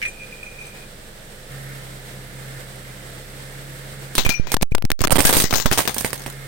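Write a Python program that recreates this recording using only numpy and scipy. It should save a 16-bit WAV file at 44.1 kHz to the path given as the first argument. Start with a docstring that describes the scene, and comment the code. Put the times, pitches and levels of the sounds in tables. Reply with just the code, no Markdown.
"""A car tyre bursts the small hard bell balls of a bracelet one by one and grinds the shards.
First the bracelet is set down on concrete and jingles; the car idles, then creeps up under load.
Each shell snaps, the tyre thuds down on it, and the crack rings on beneath the car.
The blows overload both close microphones, which thump and choke for moments, each on its own."""
import sys
import numpy as np
from scipy import signal
from scipy.fft import rfft, irfft, next_fast_len
from scipy.io import wavfile
from scipy.ndimage import map_coordinates

SR = 44100
rng = np.random.default_rng(int(sys.argv[2]) if len(sys.argv) > 2 else 0)


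def materialize(psi):
    """Save the field psi as 16-bit PCM at rate SR to the path in sys.argv[1].

    A 1-D psi becomes a single channel; in a 2-D psi each row is a channel.
    """
    bounded = np.clip(np.atleast_2d(psi).T, -1, 1)
    quanta = np.round(bounded * 32767).astype(np.int16)
    wavfile.write(sys.argv[1], SR, quanta)


N = 285327

# modes of one ball: pitch_hz, level_db, t60_s
LOW_BELL = [(2400, 5, 0.15), (2940, -18, 0.148), (5820, 4.5, 0.13)]
# a ball tuned slightly higher: pitch_hz, level_db, t60_s
HIGH_BELL = [(2424, 2.5, 0.084), (2515, -2.5, 0.055), (6120, -10, 0.13), (8240, -6.5, 0.077),
             (10350, -17, 0.072)]
# a shell or large shard breaks: start_s, strength_db, left_minus_right_db, tilt_db_per_octave
CRACKS = [(4.1526, -14, -2, 2), (4.1806, -1.5, 3, -1.7), (4.25, -16.5, 8, -0.5), (4.264, -8, -14, -3.8),
          (4.2919, -6, 8, -1), (4.471, -22.5, 37, -3), (4.5187, -11.5, -3.5, 0), (4.542, -6.5, -5, -2.5),
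          (4.5678, -12, 15, -3.5), (4.613, -20.5, 23, -1), (4.6227, -10.5, -10, 2), (4.6286, -8, 9, -2.5),
          (4.7499, -3, 7, -3), (4.782, -19, -47, -4), (4.8237, -21, -38, -2), (4.852, -16.5, -23, -2),
          (4.9038, -12, 3.5, -1.5), (4.917, -3, 7, -1), (4.992, -25, 22, -1.5), (5.0062, -15.5, 19, -2.5),
          (5.017, -10.5, -14, -2), (5.0391, -2.5, 21, -1.5), (5.0486, -15, 0, -2), (5.051, -10, 15, -3),
          (5.073, -5, -37, -4.5), (5.08, -18, -19, -4), (5.0972, -21, -35, -8), (5.107, 8, -16.5, -2),
          (5.124, -11.5, -12, -5.5), (5.1571, -2, -17, -4), (5.168, -15, -25, -4), (5.1831, 2.5, -12, -5),
          (5.2045, -5.5, 1, 0), (5.251, 3.5, 2.5, 0), (5.2925, -5, -13, -0.5), (5.2966, -10.5, 4, -4.5),
          (5.3272, -1, -7, -1.5), (5.352, -11, -5, -2.5), (5.368, -1, -2.5, 0), (5.4007, -4, -6, -0.5),
          (5.4207, -12, -8, 3), (5.4403, -9.5, 10, -0.5), (5.4542, -19, 25, 2), (5.5087, -12.5, 27, 0),
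          (5.527, -12.5, -2, -4.5), (5.5386, -7, 14, -1), (5.557, -5, 18, 0), (5.583, -18, 13, -0.5),
          (5.5999, -11, 26, 1), (5.622, -25, 34, -2), (5.6588, -8, -1, -2), (5.6642, -11.5, -10, -2),
          (5.714, -9.5, 2.5, -4), (5.724, -11, -2, -3), (5.7295, -10, 8, 0.5), (5.7757, -11.5, -1.5, -1),
          (5.782, -4.5, -3, 0), (5.7906, -9, -8, -7), (5.8042, -13.5, -7, -0.5), (5.8535, -19, -5, -3),
          (5.8763, -8.5, 5, -1.5), (5.8943, -17.5, 20, -6), (5.944, -15.5, -9, 4), (5.965, -18, -8, -5),
          (5.9826, -12.5, -2, 3.5), (6.009, -15, -11, -0.5), (6.047, -10.5, -6, -2.5),
          (6.131, -15, -11, -1.5), (6.2625, -21, -6, -4)]
SNAP_CEILING_DB = -8  # stronger cracks snap no louder, they only echo more


def amp(db):
    """Decibels to gain."""
    return 10 ** (np.asarray(db) / 20)


def unit(x):
    """Scale to rms 1."""
    return x / np.sqrt(np.mean(x ** 2) + 1e-20)


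def along(points, hz):
    """Interpolate (hz, value) points on a log axis."""
    knots_hz, values = np.transpose(points)
    return np.interp(np.log(hz + 1), np.log(knots_hz + 1), values)


def curves(rows):
    """One value per sample for each column after the time."""
    time_s, *columns = np.transpose(rows)
    return [np.interp(np.arange(N) / SR, time_s, column) for column in columns]


def wobble(knots_per_s):
    """Smooth random curve."""
    knots = rng.standard_normal(int(N * knots_per_s / SR) + 4)
    return map_coordinates(knots, [np.arange(N) * knots_per_s / SR])


def scattered(length_s, per_s):
    """Uneven times within length_s."""
    count = int(length_s * per_s)
    return (np.arange(count) + rng.uniform(size=count)) / per_s


def filtered(x, response):
    """Multiply the spectrum by response(hz)."""
    n = x.shape[-1]
    size = next_fast_len(n + SR // 10)
    return irfft(rfft(x, size) * response(np.fft.rfftfreq(size, 1 / SR)), size)[..., :n]


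def causal(x, gain_db):
    """Minimum-phase filter; attacks stay sharp."""
    n = x.shape[-1]
    size = 2 * next_fast_len(n)
    cepstrum = irfft(np.log(amp(gain_db(np.fft.rfftfreq(size, 1 / SR)))), size)
    cepstrum[..., 1:size // 2] *= 2
    cepstrum[..., size // 2 + 1:] = 0
    return irfft(rfft(x, size) * np.exp(rfft(cepstrum)), size)[..., :n]


def add(track, start_s, sound):
    """Mix a sound into the track."""
    part = track[..., max(round(start_s * SR), 0):][..., :sound.shape[-1]]
    part += sound[..., :part.shape[-1]]


def heard_from_bay(pair):
    """The left microphone catches far less of the engine bay's top treble than the right."""
    # bay balance: freq_hz, left_minus_right_db
    balance = [(60, 15.5), (110, 0.5), (380, -3), (3700, -2), (6300, 2.5), (8120, -21), (9500, -24),
               (14000, -17)]
    return filtered(pair, lambda hz: np.sqrt(2 / (1 + amp(np.outer([-2, 2], along(balance, hz))))))


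def fan(load_s, rise_s=0.047, idle_db=-41, load_db=-39.5, flutter_db=1.02, blade_hz=518, blade_db=-56):
    """Air rushes in the engine bay, alike on both sides in the bass, diffuse above; faint blade tone."""
    # rush spectrum: freq_hz, density_db
    colour = [(60, -18.5), (110, -2.5), (200, -5.5), (260, -11), (360, -8.5), (500, -5.5), (1040, -19),
              (1700, -14), (2600, -19), (3600, -18), (6600, -25), (8500, -17.5), (10000, -26.5),
              (15800, -28)]
    # likeness of left and right: freq_hz, correlation
    coherence = [(60, 0.99), (240, 0.98), (950, 0.02)]

    def mid_side_gain(hz):
        angle = np.arccos(along(coherence, hz)) / 2
        return amp(along(colour, hz)) * np.array([np.ones_like(hz), np.tan(angle)])

    mid, side = filtered(rng.standard_normal((2, N)), mid_side_gain)
    rush = unit(heard_from_bay(np.array([mid + side, mid - side])))
    blade_gain = amp(blade_db + 1.9 * wobble(3.6))
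    blades = blade_gain * np.sin(2 * np.pi * np.cumsum(blade_hz + 2 * wobble(10)) / SR)
    level_db, = curves([(load_s, idle_db), (load_s + rise_s, load_db)])
    return blades + rush * amp(level_db + flutter_db * wobble(24.9))


def engine(load_s, idle_hz=92.1, left_delay_s=0.00045):
    """Firing orders; under load the fourth meets the exhaust resonance and swells with whirr and whine."""
    # exhaust boom under load: time_s, pitch_hz, level_db
    loaded = [(1.51, 135.3, -35), (1.69, 135.6, -34.5), (2.03, 129.8, -41.5), (2.57, 133.2, -35.5),
              (2.71, 129.8, -42.5), (3.32, 129.9, -40.5), (3.64, 137.1, -38), (4.12, 134.8, -37)]
    # boom past the bracelet: time_s, pitch_hz, level_db
    rolling_off = [(5.901, 135.4, -42.5), (6.4, 136, -36)]
    # weaker orders: firing_multiple, level_db
    orders = [(1, -5.5), (2, -14), (6, -14.5), (9, -18.5)]
    # belt-driven parts: boom_multiple, level_db
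    belt_tones = [(12.2, -58), (13.4, -57), (15.68, -56)]
    # drive whirr spectrum: freq_hz, density_db
    whirr_colour = [(900, -11), (1300, 8), (1750, 11), (2200, 8.5), (2600, -8.5), (9800, -7.5), (11400, 1),
                    (13000, -7)]
    boom_hz, level_db = curves([(load_s, idle_hz, -55), *loaded, *rolling_off])
    effort_db = level_db - level_db.max()
    firing_phase = 2 * np.pi * np.cumsum(boom_hz / 4 * (1 + 0.002 * wobble(12))) / SR
    boom = amp(level_db - 2 + 0.54 * wobble(25)) * np.sin(4 * firing_phase)
    drone = sum(amp(db - 40 + wobble(10)) * np.sin(k * firing_phase + rng.uniform(0, 2 * np.pi))
                for k, db in orders)
    whine = sum(amp(db + effort_db + 3 * wobble(6.9)) * np.sin(4 * k * firing_phase)
                for k, db in belt_tones)
    hum = np.sqrt(2) * (boom + drone + whine)
    pair = filtered(hum, lambda hz: np.exp(-2j * np.pi * np.outer([left_delay_s, 0], hz)))
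    whirr = unit(filtered(rng.standard_normal((2, N)), lambda hz: amp(along(whirr_colour, hz))))
    throb = 1 + 0.31 * np.sin(firing_phase)
    whirr *= throb * amp(-44 + 0.58 * effort_db + 1.2 * wobble(13))
    return pair * amp([[-1], [1]]) + heard_from_bay(whirr)


def set_down(t60_s=0.088):
    """The balls meet the concrete with brief, hollow clacks."""
    # ground contacts: start_s, level_db
    contacts = [(0.017, -26), (0.027, -21), (0.052, -23)]
    # clack spectrum: freq_hz, density_db
    colour = [(700, -38), (1700, 6.5), (2300, 14), (3500, -8), (9000, -18), (15000, -20)]
    out, t = np.zeros((2, N)), np.arange(SR // 10) / SR
    for start_s, db in contacts:
        clack = unit(filtered(rng.standard_normal((2, len(t))), lambda hz: amp(along(colour, hz))))
        add(out, start_s, amp(db - 60 * t / t60_s) * clack)
    return out


def bell_strike(modes, upper_db, detune=0.0081, scatter_db=6, rise_s=0.0007):
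    """A slit ball rings, roughened by its chattering pellet; where that lands weights the upper modes."""
    t = np.arange(SR // 4) / SR
    ring = np.zeros((2, len(t)))
    for hz, db, t60_s in modes:
        chatter = np.interp(t, np.linspace(0, t[-1], 100), 0.4 * rng.standard_normal(100))
        pitch_hz = hz * (1 + detune * rng.uniform(-1.35, 1))
        phase = 2 * np.pi * pitch_hz * t + chatter + rng.uniform(0, 2 * np.pi, (2, 1))
        mode_db = db + (hz > 4000) * (upper_db + scatter_db * rng.uniform(-1, 1))
        ring += amp(mode_db - 60 * t / t60_s) * np.sin(phase)
    return ring * (1 - np.exp(-t / rise_s))


def bells(gain_db=-7, contacts_per_s=115, scatter_db=2):
    """Pellets strike their bells hard, then rattle lightly as the balls settle."""
    # hard strikes: start_s, level_db, upper_modes_db, ball
    jingles = [(0.025, -15, -24, LOW_BELL), (0.0563, -13, -10, HIGH_BELL), (0.079, -26, 7.5, HIGH_BELL),
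               (0.3247, -27, -16, HIGH_BELL), (0.43, -22, -15, HIGH_BELL), (0.666, -38, 13, HIGH_BELL),
               (4.253, -12.5, -12, LOW_BELL), (4.3032, -7.5, -19, LOW_BELL), (4.3404, -12, -16, LOW_BELL),
               (4.349, -16.5, 1, LOW_BELL), (4.719, -20, -26, LOW_BELL)]
    # loose pellets: start_s, length_s, contact_db
    rattles = [(0.051, 0.04, -23), (0.099, 0.74, -37.5), (0.19, 0.055, -30.5), (0.451, 0.03, -29),
               (0.58, 0.045, -30.5), (4.464, 0.055, -29)]
    out = np.zeros((2, N))
    for start_s, db, upper_db, ball in jingles:
        add(out, start_s, amp(db + gain_db) * bell_strike(ball, upper_db))
    for start_s, length_s, db in rattles:
        for wait_s in scattered(length_s, contacts_per_s):
            gain = amp(db + gain_db + scatter_db * rng.standard_normal())
            add(out, start_s + wait_s, gain * bell_strike(HIGH_BELL, upper_db=-10))
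    return out


def crack_colour_db(hz):
    """Spectrum of breaking shells at each microphone."""
    # left: freq_hz, density_db
    left = [(30, 3), (100, -4.5), (250, 7), (600, -0.5), (950, 1), (1250, -3), (1650, -3), (2400, -6),
            (4000, -4), (6500, -1.5), (7800, -9), (8900, -13), (10000, -18), (12000, -14.5), (15000, -4.5)]
    # right: freq_hz, density_db
    right = [(30, -23.5), (100, 7), (250, 0.5), (600, -1.5), (900, -3.5), (1250, -11.5), (1650, -9),
             (2400, -10), (4000, -11.5), (6500, -14.5), (7800, -6.5), (8900, 3), (10000, -9.5),
             (12000, -4.5), (15000, -7)]
    return np.array([along(left, hz), along(right, hz)])


def shard_colour(start_s, shell_hz=3570, flatten_s=0.13):
    """A random fragment's resonances, dB against Hz; the shells' hollow note fades as they flatten."""
    broad_hz = 2900 * np.exp(0.66 * rng.standard_normal((3, 1)))
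    narrow_hz = rng.uniform(1000, 12000, size=(10, 1))
    shell_db = 9 * np.exp(-(start_s - CRACKS[0][0]) / flatten_s)

    def gain_db(hz):
        hump = lambda centre_hz: np.exp(-(np.log((hz + 1) / centre_hz) / 0.25) ** 2)
        modes_db = 7 / (1 + ((hz - narrow_hz) / 70) ** 2).min(0)
        return shell_db * hump(shell_hz) + 4 * hump(broad_hz).max(0) + modes_db

    return gain_db


def octaves(hz):
    """Octaves from the pivot of a fracture's spectral tilt."""
    return np.log2(np.clip(hz, 700, 10000) / 2500)


def snap(shard_db, tilt, mic_gain, t60_s=0.014, rise_s=0.00013):
    """Dry fracture noise, coloured by the freed shard; a choked microphone cuts it short."""
    t = np.arange(SR // 20) / SR
    noise = rng.standard_normal(len(t)) + 0.93 * rng.standard_normal((2, len(t)))
    colour = lambda hz: amp(crack_colour_db(hz) + 0.51 * shard_db(hz) + tilt * octaves(hz))
    choked_t60_s = t60_s * mic_gain ** 0.15
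    burst = filtered(noise, colour) * amp(-60 * t / choked_t60_s) * (1 - np.exp(-t / rise_s))
    return burst / burst[:, :SR // 400].std(axis=1, keepdims=True)


def front(tilt, centre_hz=3880, spread=0.63):
    """The shard springs free: a steep swing that dies in a few cycles, faster for brighter cracks."""
    hz = centre_hz * 2 ** (0.23 * tilt) * np.exp(spread * rng.uniform(-1.01, 1, (2, 1)))
    cycles = hz * np.arange(SR // 100) / SR
    return np.sin(2 * np.pi * cycles) * np.exp(0.5 - 2 * cycles)


def under_car_echo(shard_db, tilt, grain_db=4, rise_s=0.00062):
    """A crack echoes between tyre and ground, grainy with splinters; each pitch dies at its own rate."""
    # decay under the car: freq_hz, t60_s
    decay = [(150, 0.066), (1000, 0.14), (15000, 0.18)]
    n = SR // 6
    t = np.arange(n) / SR
    grains = np.repeat(rng.standard_normal((2, n)), SR // 1000, axis=1)[:, :n]
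    noise = rng.standard_normal((2, n)) * amp(grain_db * grains)
    bins_hz, age_s, spectra = signal.stft(noise, SR, nperseg=128)
    spectra *= amp(-60 * age_s / along(decay, bins_hz)[:, None])
    echo = signal.istft(spectra, SR, nperseg=128)[1][:, :n] * (1 - np.exp(-t / rise_s))
    echo = causal(echo, lambda hz: crack_colour_db(hz) + shard_db(hz) + 0.87 * tilt * octaves(hz))
    return echo / echo[:, :SR // 50].std(axis=1, keepdims=True)


def cracks(mic_gain, snap_db=-2, front_db=7.5, echo_db=-10):
    """Each fracture gives a snap, a steep front and an echo; returns direct sound and echoes apart."""
    direct, echoes = np.zeros((2, N)), np.zeros((2, N))
    for start_s, db, side_db, tilt in CRACKS:
        shade_db = np.minimum([[side_db], [-side_db]], 0)
        direct_db = min(db, SNAP_CEILING_DB) + shade_db
        shard_db = shard_colour(start_s)
        onset_gain = mic_gain[:, round(start_s * SR), None]
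        add(direct, start_s, snap(shard_db, tilt, onset_gain) * amp(direct_db + snap_db))
        add(direct, start_s, front(tilt) * amp(direct_db + front_db))
        add(echoes, start_s, under_car_echo(shard_db, tilt) * amp(db + shade_db + echo_db))
    return direct, echoes


def tyre_thuds(centre_hz=191, spread=0.35, t60_s=0.015):
    """The rubber drops as each shell gives way: a dull pop of little more than one swing."""
    # weaker once the shells lie flat: time_s, level_re_crack_db
    drop = [(5.4, -2), (5.75, -13)]
    out, t = np.zeros(N), np.arange(SR // 10) / SR
    for start_s, db, _, _ in CRACKS:
        pitch_hz = centre_hz * np.exp(spread * rng.standard_normal())
        level_db = min(db, SNAP_CEILING_DB) + np.interp(start_s, *np.transpose(drop))
        add(out, start_s, -amp(level_db - 60 * t / t60_s) * np.sin(2 * np.pi * pitch_hz * t))
    return out


def mic_thumps(overloads, rise_s=0.001, width_s=0.0034, creep_share=0.39, recovery_s=0.062):
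    """Overload throws a microphone off centre: a one-sided bump, then a slow creep back."""
    out, t = np.zeros(N), np.arange(SR // 2) / SR
    bump = np.exp(-(t / width_s) ** 4)
    creep = (1 - t / (3 * recovery_s)) * np.exp(-t / recovery_s)
    shape = (1 - np.exp(-(t / rise_s) ** 2)) * ((1 - creep_share) * bump + creep_share * creep)
    for start_s, push, _ in overloads:
        add(out, start_s, push * shape)
    return out


def mic_choke(overloads, wait_s=0.0038, max_loss_db=45, sink_db_per_s=5999, recover_db_per_s=1895):
    """A microphone's gain sinks just after an overload, then climbs back."""
    t, loss_db = np.arange(N) / SR, np.zeros(N)
    for start_s, _, choke_s in overloads:
        sinking_db = sink_db_per_s * (t - start_s - wait_s)
        recovering_db = recover_db_per_s * (start_s + choke_s - t)
        loss_db = np.maximum(loss_db, np.minimum(sinking_db, recovering_db))
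    return amp(-np.minimum(loss_db, max_loss_db))


def splinters(per_s=60, centre_hz=3500, spread=0.77, tick_t60_s=0.0071, echo_t60_s=0.059, echo_db=-1):
    """Ground fragments snap at random: dry ticks of scattered pitch in a short echo under the car."""
    # the tyre grinds the shards: time_s, level_db
    grind = [(5.101, -25), (5.25, -13.5), (5.43, -11.5), (5.49, -27), (5.57, -23.5), (5.65, -44),
             (5.79, -24), (5.92, -33.5), (6.09, -25.5), (6.35, -29)]
    time_s, grind_db = np.transpose(grind)
    ticks, t = np.zeros((2, N)), np.arange(SR // 50) / SR
    for start_s in time_s[0] + scattered(time_s[-1] - time_s[0], per_s):
        side, pitch = np.clip(rng.standard_normal(2), -2, 2)
        tone = np.sin(2 * np.pi * centre_hz * np.exp(spread * pitch) * t)
        tick = rng.standard_normal((2, len(t))) + 0.48 * tone
        level_db = np.interp(start_s, time_s, grind_db) + side * np.array([[4], [-4]])
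        add(ticks, start_s, tick * amp(level_db - 60 * t / tick_t60_s))
    age_s = np.arange(SR // 6) / SR
    tail = rng.standard_normal((2, len(age_s))) * amp(-60 * age_s / echo_t60_s)
    echo = signal.fftconvolve(ticks, tail / np.linalg.norm(tail[0]), axes=1)[:, :N]
    colour = lambda hz: np.array([unit(amp(mic_db)) for mic_db in crack_colour_db(hz)])
    return filtered(ticks + amp(echo_db) * echo, colour)


def scene():
    """Only direct cracks, tyre thuds and its own thumps get through a choked microphone."""
    # left microphone overloads: start_s, push_re_full_scale, choke_s
    left = [(4.543, 0.69, 0.077), (4.622, -0.33, 0.1), (4.719, 0.72, 0.034), (4.748, 0.8, 0.1),
            (4.842, -0.8, 0.16), (5.048, 0.38, 0.075), (5.123, -0.38, 0), (5.155, -0.081, 0.034),
            (5.203, -0.13, 0.037), (5.25, 0.92, 0.022), (5.367, -0.57, 0.017), (5.441, 0.28, 0)]
    # right microphone overloads: start_s, push_re_full_scale, choke_s
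    right = [(4.181, 0.6, 0.07), (4.263, 0.9, 0.035), (4.291, -0.14, 0.11), (4.397, 0.83, 0.1),
             (4.544, 0.27, 0.081), (4.628, -0.71, 0.093), (4.721, 0.46, 0.23), (4.851, -0.61, 0.099),
             (4.917, 0.58, 0.093), (5.01, 0.68, 0.11), (5.129, -0.86, 0.028), (5.169, -0.0011, 0.021),
             (5.441, 0.52, 0.062), (5.53, -0.57, 0.0089), (5.565, -0.17, 0.087), (5.656, 0.91, 0.053)]
    load_s = 1.485  # the engine takes up the load
    mic_gain = np.array([mic_choke(left), mic_choke(right)])
    thumps = np.array([mic_thumps(left), mic_thumps(right)])
    direct, echoes = cracks(mic_gain)
    car = fan(load_s) + engine(load_s)
    blows = direct + tyre_thuds() + thumps
    return blows + mic_gain * (echoes + car + set_down() + bells() + splinters())


def record(dry, ceiling=0.85, top_hz=16000):
    """The input stage rounds off the peaks; nothing passes above the band limit."""
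    clipped = dry / (1 + (dry / ceiling) ** 4) ** (1 / 4)
    return filtered(clipped, lambda hz: 1 / np.sqrt(1 + (hz / top_hz) ** 300))


dry = scene()
out = record(dry)
materialize(out)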